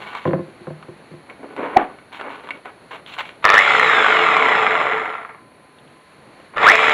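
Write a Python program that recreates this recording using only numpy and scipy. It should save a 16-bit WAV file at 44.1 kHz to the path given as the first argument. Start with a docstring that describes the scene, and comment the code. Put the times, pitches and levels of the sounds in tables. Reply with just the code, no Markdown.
"""A walled yard: a core drill is set on a boulder with dull knocks; its steel crown scrapes and judders on the stone.
Two trigger blips: mains half-waves kick the motor up to speed, then friction and drag slow it.
Gears rattle and throb once a shaft turn under a whine that falls with the rotor speed.
Grit noise, resonators and speed-locked sines make the sounds; the close microphone overloads on the peaks."""
import sys
import numpy as np
from scipy import signal
from scipy.fft import rfft, irfft, next_fast_len
from scipy.io import wavfile
from scipy.ndimage import uniform_filter1d

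SR = 44100
rng = np.random.default_rng(int(sys.argv[2]) if len(sys.argv) > 2 else 0)


def pcm_store(signal):
    """Save signal as 16-bit PCM."""
    levels = np.round(np.clip(np.atleast_2d(signal), -1, 1) * 32767)
    wavfile.write(sys.argv[1], SR, levels.astype(np.int16).T)


N = 305613
T = np.arange(N) / SR
SIZE = next_fast_len(N + SR // 2) // 2 * 2
FREQ_HZ = np.maximum(np.fft.rfftfreq(SIZE, 1 / SR), 1)

# outdoor noise outline: f/Hz, relative level/dB
YARD_COLOUR = [(25, -33.5), (60, -16.5), (150, -6.5), (320, -7.5), (560, -7.5), (750, -10.5), (1200, -13.5),
               (2200, -16), (3500, -26.5), (4400, -21), (4900, -40.5), (7300, -38), (8500, -51),
               (15000, -65.5)]
# slow change of outdoor noise: t/s, relative level/dB
YARD_SWELL = [(0, 3), (2.1, 0), (3.4, 1.5), (5.5, -2.5), (6.2, 1)]
# faint distant whistle: t/s, level/dB
WHISTLE_LEVEL = [(0, -59), (3.4, -72), (5.4, -52.5), (5.9, -56.5), (6.5, -57.5)]
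# dull knocks as the drill is shifted: t/s, peak level/dB, modes above 450 Hz against bass/dB
KNOCKS = [(0.254, -9, 4), (0.274, -10, -1), (0.291, -19, 3), (0.309, -16, 1), (0.333, -7.5, 3),
          (0.355, -19, -5), (0.39, -20, -3), (0.478, -32, -7), (0.605, -33, -4), (0.670, -17, 0),
          (0.704, -23, 0), (0.884, -26, -4), (1.11, -31, -7), (1.135, -30, -9)]
# body modes under a knock: f/Hz, width/Hz, relative level/dB
KNOCK_MODES = [(102, 27, -4.5), (155.5, 6.2, 12), (189, 17, 2.5), (245, 77, -4), (346.5, 16.6, 7.5),
               (385, 17, 0.5), (524, 26, 3), (650, 26, -6.5), (770, 92, -14), (1050, 51, -9),
               (1500, 1300, -22)]
# crown scrapes on stone: start t/s, length/s, level/dB, rumble against level/dB, relative grit/dB
SCRAPES = [(0.0, 0.28, -37.5, -24, -0.5), (0.127, 0.029, -35, -27, -26), (1.289, 0.017, -37.5, -5.5, -14),
           (1.392, 0.022, -52.5, 12.5, -24), (1.425, .022, -42.5, 5.5, -18), (1.48, 0.11, -42.5, 2, -8),
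           (1.577, 0.23, -30.5, -3, -15), (1.592, 0.0094, -38.5, 9.5, -19), (1.795, 0.05, -38, 3.5, -29),
           (1.894, 0.046, -46.5, -1.5, -14), (2.123, 0.051, -38.5, -29, 1.5),
           (2.192, 0.085, -32.5, -6, -16), (2.291, 0.067, -36.5, -10, -5), (2.376, 0.21, -42.5, -4, -4.5),
           (2.648, 0.039, -33.5, -12, -12), (2.91, .05, -35, -12, -2.5), (3.071, .075, -42, -34, 8),
           (3.179, 0.024, -23.5, -32, 0.5), (3.25, .06, -46.5, -13, 7.5), (3.422, 0.018, -38, -24, -3),
           (6.534, 0.028, -35, -13, -13)]
# scrape outline: f/Hz, relative level/dB
SCRAPE_COLOUR = [(40, -49.5), (100, -24.5), (230, -2.5), (500, 3.5), (1050, -2.5), (2100, -7.5), (3200, -8),
                 (4200, -15.5), (4900, -35.5), (7500, -31.5), (9000, -49), (15000, -41)]
# rings of the steel crown on stone: f/Hz, width/Hz, relative level/dB
CROWN_MODES = [(279, 21, 2.5), (415, 19, 0), (530, 34, -30), (1025, 140, -5), (1155, 14, -1), (1480, 16, 6),
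               (2050, 27, -11), (2230, 110, 1), (2770, 86, -4)]
# crown ticks on stone: t/s, relative peak level/dB, ring f/Hz
TICKS = [(0.151, -13.5, 1050), (0.827, -26, 1170), (1.299, -25, 2100), (1.565, -19, 751),
         (1.987, -28.5, 1570), (2.121, -30, 1460), (2.2, -20, 1780), (2.212, -15, 1520),
         (2.473, -22.5, 1430), (2.489, -19, 1050), (2.507, -12, 2280), (2.656, -25, 840),
         (2.909, -27.5, 950), (3.063, -23, 3360), (3.139, -25.5, 3200), (3.167, -25, 1400),
         (3.207, -13.5, 1740), (3.255, -24, 2160), (3.292, -22, 2250), (5.786, -37, 3330),
         (5.877, -44, 3300), (6.401, -33, 670)]
# crown slips and judders (one row): centre t/s, swell/s, nominal f/Hz, drive level/dB
JUDDER = (1.7702, .0027, 780, 3.5)
# trigger blips: first mains half-wave t/s, release t/s, first firing late by/s, speed reached f/Hz
BLIPS = [(3.4397, 3.625, .0017, 200), (6.558, 6.755, .003, 225)]
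# gear load per blip: squeeze/s, kick/dB, rattle under power/dB, pinion song/dB, song speed f/Hz, spread/Hz
LOADS = [(.003, -15.5, -16, -6, 170, 19.6), (.06, -14, -6.5, -6, 145, 49)]
# hardest kicks, teeth slam across backlash: t/s, level/dB
SLAMS = [(3.4435, -18), (3.4525, -6), (3.4615, -13), (3.491, -12), (3.502, -8.5), (3.5425, -10),
         (3.552, -12), (6.573, -21), (6.582, -20)]
# gear train struck by a kick: f/Hz, width/Hz, relative level/dB
KICK_MODES = [(605, 79, 10), (1235, 220, 16.5), (1755, 87, 18.5), (3490, 60, 7.5), (5120, 60, -21)]
# gears clack over their backlash while stopping: t/s, peak level/dB
CLACKS = [(4.89, -13), (4.9, -13), (4.923, -10), (4.934, -9), (4.942, -14), (4.952, -12), (4.971, -13),
          (5.094, -18), (5.135, -20), (5.141, -15)]
# running drill outline: f/Hz, relative level/dB
HOUSING_COLOUR = [(30, -47), (65, -49.5), (100, -17.5), (210, -13), (430, -6.5), (800, 1.5), (2150, -3),
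                  (2750, -9), (3900, -15.5), (4800, -40.5), (7500, -37.5), (8500, -56.5), (10000, -42.5),
                  (15000, -79.5)]
# rings of housing and crown: f/Hz, width/Hz, relative level/dB
HOUSING_RINGS = [(442.4, 10.5, 14), (737, 72, -10.5), (1178, 90, 1), (1361, 40, 6), (1820, 80, -13),
                 (2090, 350, 0), (3360, 40, 1.5), (5180, 59, 15), (7200, 890, 3)]
# whine of pinion, armature slots and commutator: multiple of rotor speed, relative level/dB
WHINE_LINES = [(3, -14.5), (7, -27.5), (11, -6.5), (12, -9), (19, -16.5), (23, -16), (24, -3), (30, -13),
               (36, -4), (42, -19), (43, -22), (48, -6), (60, -9)]

YARD_DB = -48
SCRAPE_ATTACK_S, SCRAPE_RELEASE_S = 0.0044, 0.021
LIGHT_SQUEEZE_DB = -24  # drive at first touch of the trigger
RUN_UP_LAG = 1.14  # above 1 the S-shaped run-up starts more slowly
# coasting: friction takes a steady toll on speed, air drag a share of it
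FRICTION_HZ_PER_S, DRAG_PER_S = 64.5, .497
FREE_SPEED_HZ = 247  # pull fades towards this speed
# loose rattle: steady above the knee, a power of speed below
RATTLE_DB, RATTLE_KNEE_HZ, RATTLE_SLOPE = -13.5, 56.6, 1.94
TREBLE_DB, TREBLE_SLOPE = -9.5, 0.54  # treble against rattle at 160 Hz rotor speed; power of speed
LOOSE_DIP_DB, RECOVER_S = -5, 0.03  # loose rattle dips under power, recovers after release
# gear shaft off centre: mid rattle swells once a turn, most at high speed
WOBBLE_DB, WOBBLE_FULL_HZ = 5.2, 140
MIC_TOP_HZ = 15600


def undb(db):
    """Amplitude ratio from dB."""
    return 10 ** (np.asarray(db) / 20)


def unit(x):
    """Scale to rms 1."""
    return x / np.sqrt(np.mean(x ** 2))


def steady(x):
    """Hold the rms near 1 over a sixteenth of a second."""
    return x / np.sqrt(uniform_filter1d(x ** 2, SR // 16) + 1e-12)


def noise():
    """White noise, rms near 1."""
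    return rng.standard_normal(N)


def walk(rate_hz):
    """Random points joined by straight lines, spread near 1."""
    return np.interp(T * rate_hz, np.arange(8192), rng.standard_normal(8192)) * 1.2


def curve(rows):
    """Level breakpoints joined by straight lines."""
    t_s, level_db = np.transpose(rows)
    return np.interp(T, t_s, level_db)


def gate(start_s, end_s, fade_s=0.0047):
    """One between two times, with short ramps outside them."""
    return np.clip(np.minimum(T - start_s, end_s - T) / fade_s + 1, 0, 1)


def stroke(start_s, length_s, attack_s, release_s):
    """Straight rise, hold, exponential fall."""
    rise = np.clip((T - start_s) / attack_s, 0, 1)
    return rise * np.exp(-np.maximum(T - start_s - length_s, 0) / release_s)


def beat(turns, decay_turns):
    """Sharp rise and decay once a turn."""
    return np.exp(-(turns % 1) / decay_turns)


def through(x, response):
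    """Filter by a frequency response."""
    return irfft(rfft(x, SIZE) * response, SIZE)[:N]


def colour(points):
    """Minimum-phase response with the given f/Hz, level/dB outline."""
    hz, db = np.transpose(points)
    outline_db = np.interp(np.log(FREQ_HZ), np.log(hz), db)
    cepstrum = irfft(np.log(undb(outline_db)))
    causal = np.r_[cepstrum[0], 2 * cepstrum[1:SIZE // 2]]
    return np.exp(rfft(causal, SIZE))


def resonances(modes):
    """Response of parallel resonators: f/Hz, width/Hz, level/dB."""
    return sum(undb(db) / (1 + 1j * (FREQ_HZ ** 2 - hz ** 2) / (FREQ_HZ * width_hz))
               for hz, width_hz, db in modes)


def dull(hz):
    """Response of a soft contact, which passes little above a frequency."""
    return 1 / (1 + 1.2j * FREQ_HZ / hz - (FREQ_HZ / hz) ** 2) ** 2


def split(x, hz):
    """Parts below and above a frequency."""
    low = through(x, 1 / (1 + (FREQ_HZ / hz) ** 8))
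    return low, x - low


def grains(rate_hz, spread_db):
    """Random micro-impacts of uneven size and sign, rms 1."""
    hits = rng.random(N) < rate_hz / SR
    sign = np.sign(noise())
    size = undb(spread_db * np.clip(noise(), -2, 2))
    return unit(hits * sign * size)


def contact(decay_s, crunch):
    """A blow, then a short crumble of small contacts."""
    t = T[:SR // 8]
    return (t == 0) + crunch * rng.standard_normal(len(t)) * np.exp(-t / decay_s)


def strike(push, ring):
    """Ring of a body under a push."""
    return signal.fftconvolve(push, ring[:SR // 3])


def add(out, t_s, sound, peak_db):
    """Place a sound at a given peak level."""
    i = int(t_s * SR)
    out[i:i + len(sound)] += (undb(peak_db) * sound / np.abs(sound).max())[:N - i]


def yard():
    """Distant outdoor noise, a faint wavering whistle and a thin high hiss."""
    low, high = split(unit(through(noise(), colour(YARD_COLOUR))), 900)
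    air = low * undb(1.4 * walk(14)) + high * undb(.6 * walk(9))
    air *= undb(YARD_DB + curve(YARD_SWELL))
    whistle_cycles = np.cumsum(1022 + 3 * walk(35)) / SR
    whistle = np.sin(2 * np.pi * whistle_cycles) * undb(curve(WHISTLE_LEVEL) + 2 * walk(15))
    hiss = unit(through(noise(), resonances([(10000, 2200, 0)]) ** 3))
    return air + whistle + undb(-66.5) * hiss


def walls(x, t60_s, wet_db, echo_db):
    """Three slaps from the yard walls and a short decaying tail, lowpassed at 3 kHz."""
    t = T[:SR // 2]
    tail = rng.standard_normal(len(t)) * np.exp(-np.log(1000) * t / t60_s) * (t > .008)
    tail *= undb(wet_db) / np.sqrt(np.sum(tail ** 2))
    for lag_s in (.012, .028, .046):
        tail[int(lag_s * SR)] += undb(echo_db)
    return through(x, rfft(tail, SIZE) / (1 + 1j * FREQ_HZ / 3000))


def knocks():
    """Soft heavy blows ring the low modes; loose parts rattle on briefly."""
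    out = np.zeros(N)
    # soft contact passes little treble; small body radiates no deep bass
    radiation = dull(1700) * (1j * FREQ_HZ / (60 + 1j * FREQ_HZ)) ** 3
    rings = []
    for k, mode in enumerate(KNOCK_MODES):
        # neighbours swing oppositely: the ring builds up without a click
        ring = (-1) ** k * irfft(resonances([mode]) * radiation)[:SR // 3]
        rings.append((mode[0], ring))
    for t_s, peak_db, upper_db in KNOCKS:
        ring = sum(r * undb(upper_db * (hz > 450)) for hz, r in rings)
        add(out, t_s, strike(contact(.014, .04), ring), peak_db)
    return out


def scraping():
    """Grit catches and breaks under the steel crown, which rings with it and ticks on the stone."""
    crown = colour(SCRAPE_COLOUR) * (.9 + resonances(CROWN_MODES))
    friction = (grains(1200, 4) + .7 * noise()) * undb(2 * walk(70))
    rumble, rest = split(through(friction, crown), 700)
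    body, grit = split(rest, 2310)
    rumble, body, grit = unit(rumble), unit(body), unit(grit)
    out = np.zeros(N)
    for t_s, length_s, level_db, rumble_db, grit_db in SCRAPES:
        sound = undb(-2.0) * body + undb(rumble_db) * rumble + undb(grit_db - 8.5) * grit
        out += stroke(t_s, length_s, SCRAPE_ATTACK_S, SCRAPE_RELEASE_S) * undb(level_db) * sound
    ring = irfft(crown * FREQ_HZ / (FREQ_HZ + 700))
    for t_s, level_db, hz in TICKS:
        tick = strike(contact(0.0062, 0.098), ring)
        tick = tick + 4.9 * signal.lfilter(*signal.iirpeak(hz, 4, SR), tick)
        add(out, t_s, tick, level_db - 1.5)
    return out


def judder():
    """Stick-slip cycles swell and die as the crown skids and crunches; lopsided mic overload adds a low bump."""
    centre_s, swell_s, hz, drive_db = JUDDER
    t = T - centre_s
    swell = 1 / np.cosh(np.clip(t / swell_s, -20, 20))
    # slips come faster while the crown presses hardest
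    cycles = np.cumsum(hz * (.85 + .18 * swell)) / SR
    squawk = np.sin(2 * np.pi * cycles) + .15 * np.sin(np.pi * cycles)
    overload_bump = .045 * swell  # one-sided
    crunch = unit(through(grains(1300, 3.2), colour(SCRAPE_COLOUR) * dull(2280)))
    skid = .09 * (t > 0) * np.exp(-np.abs(t) / .04)
    return undb(drive_db) * (swell * squawk + overload_bump + (0.25 * swell + skid) * crunch)


def rotor_speed():
    """Rotor speed/Hz: S-shaped run-up under power, then friction and air drag brake it."""
    speed_hz, brake_hz = np.zeros(N), FRICTION_HZ_PER_S / DRAG_PER_S
    for start_s, end_s, _, top_hz in BLIPS:
        progress = np.clip((T - start_s) / (end_s - start_s), 0, 1)
        run_up = top_hz * np.sin(np.pi / 2 * progress ** RUN_UP_LAG) ** 2
        coast = (top_hz + brake_hz) * np.exp(-DRAG_PER_S * (T - end_s)) - brake_hz
        speed_hz += np.where(T < end_s, run_up, np.maximum(coast, 0))
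    return speed_hz + 1e-6


def motor_load(speed_hz):
    """Gains of kicks, driven rattle and pinion song: pull grows with squeeze, fades with speed."""
    kick, driven, song = np.zeros((3, N))
    fade = np.sqrt(np.clip(1 - (speed_hz / FREE_SPEED_HZ) ** 2, 0, 1))
    for (start_s, end_s, late_s, _), load in zip(BLIPS, LOADS):
        squeeze_s, kick_db, rattle_db, song_db, song_hz, spread_hz = load
        held = gate(start_s + late_s + .003, end_s)
        unsqueezed = np.exp(-np.maximum(T - start_s, 0) / squeeze_s)
        pull = held * fade * undb(LIGHT_SQUEEZE_DB * unsqueezed)
        kick += pull * undb(kick_db)
        driven += pull * undb(rattle_db)
        song += held * undb(song_db) / (1 + ((speed_hz - song_hz) / spread_hz) ** 4)
    return kick, driven, song


def motor_kicks(turns, kick_gain, song_gain):
    """Each mains half-wave slams the teeth together and makes the pinion sing."""
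    kicks = np.zeros(N)
    for start_s, end_s, late_s, _ in BLIPS:
        times_s = np.arange(start_s, end_s, 1 / 100)
        # speed control fires earlier as the trigger is squeezed
        times_s = times_s + late_s * np.exp(-(times_s - start_s) / .03)
        kicks[(times_s * SR).astype(int)] = 1
    # torque swells and falls within each half-wave; teeth grind while it lasts
    surge = signal.fftconvolve(kicks, np.hanning(SR // 260))[:N]
    gear_train = resonances(KICK_MODES) * dull(3200) * (1j * FREQ_HZ / (120 + 1j * FREQ_HZ))
    slam = through(surge * np.sign(noise()), gear_train)
    slam = slam / np.sqrt(uniform_filter1d(slam ** 2, SR // 100) + 1e-4)  # evened over 10 ms
    hardest = sum(undb(db) * gate(t_s - .002, t_s + .002) for t_s, db in SLAMS)
    song = signal.fftconvolve(kicks, np.hanning(SR // 170))[:N]
    song = np.roll(song, -SR // 500)  # 2 ms earlier
    mesh = 2.2 * song * np.sin(2 * np.pi * round(WHINE_LINES[2][0]) * turns)
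    return slam * np.hypot(kick_gain, hardest) + mesh * song_gain


def housing():
    """Response of gear case and crown."""
    return colour(HOUSING_COLOUR) * (0.88 + resonances(HOUSING_RINGS))


def rattle(speed_hz, turns):
    """Gears chatter in the housing; returns body and treble, each at a steady level."""
    shaft = turns * 11 / 30
    # gear shaft knocks once a turn, and again four and eight times a turn
    load = .55 + .5 * beat(shaft, .2) + .7 * beat(4 * shaft, .25) + .6 * beat(8 * shaft, .22)
    chatter = load * (grains(5000, 2) + .6 * noise())
    body, treble = split(through(chatter, housing()), 2235)
    low, middle = split(body, 950)
    wobble_db = WOBBLE_DB * np.minimum(speed_hz / WOBBLE_FULL_HZ, 1)
    swell_db = wobble_db * np.cos(2 * np.pi * (shaft - .1)) + 1.2 * walk(120)
    body = low + middle * steady(undb(swell_db))
    return steady(body), steady(treble)


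def whine(speed_hz, turns):
    """Wavering lines on rotor-speed multiples, each weighted by the housing outline at its pitch."""
    hz, outline_db = np.transpose(HOUSING_COLOUR)
    lines = np.zeros(N)
    for multiple, db in WHINE_LINES:
        level_db = db + np.interp(multiple * speed_hz, hz, outline_db) + 2.6 * walk(60)
        lines += undb(level_db) * np.sin(2 * np.pi * round(multiple) * turns)
    return lines * np.sqrt(2) * (speed_hz / 160) ** 1.06


def drill():
    """Rotor speed drives rattle and whine; power adds a driven rattle while the loose rattle dips."""
    speed_hz = rotor_speed()
    turns = np.cumsum(speed_hz * (1 + .002 * walk(40))) / SR
    kick, driven, song = motor_load(speed_hz)
    body, treble = rattle(speed_hz, turns)
    powered = sum(stroke(start_s, end_s - start_s, .01, RECOVER_S) for start_s, end_s, *_ in BLIPS)
    loose = undb(RATTLE_DB + LOOSE_DIP_DB * powered)
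    loose = loose / np.hypot(1, (RATTLE_KNEE_HZ / speed_hz) ** RATTLE_SLOPE)
    bright = undb(TREBLE_DB) * (speed_hz / 160) ** TREBLE_SLOPE
    # the loose treble dips far less than the loose body
    treble_gain = np.hypot(loose * bright * undb(4.5 * powered), driven * undb(-14))
    out = np.hypot(loose, driven) * (undb(-1.76) * body + undb(-2) * whine(speed_hz, turns))
    out += treble_gain * treble
    out += motor_kicks(turns, kick, song)
    ring = irfft(housing() * dull(4000))
    for t_s, peak_db in CLACKS:
        add(out, t_s, strike(contact(0.0012, 0.57), ring), peak_db)
    return out


def scene():
    """Near sounds, their return from the walls, and the yard behind."""
    near = knocks() + scraping() + judder() + drill()
    return (yard() + walls(near, t60_s=.28, wet_db=-14, echo_db=-21) + near)[None]


def record(dry):
    """The microphone flattens the highest peaks and cuts the top."""
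    clipped = dry / (1 + np.abs(dry) ** 20) ** (1 / 20)
    return signal.sosfilt(signal.ellip(8, .2, 70, MIC_TOP_HZ, fs=SR, output="sos"), clipped)


dry = scene()
out = record(dry)
pcm_store(out)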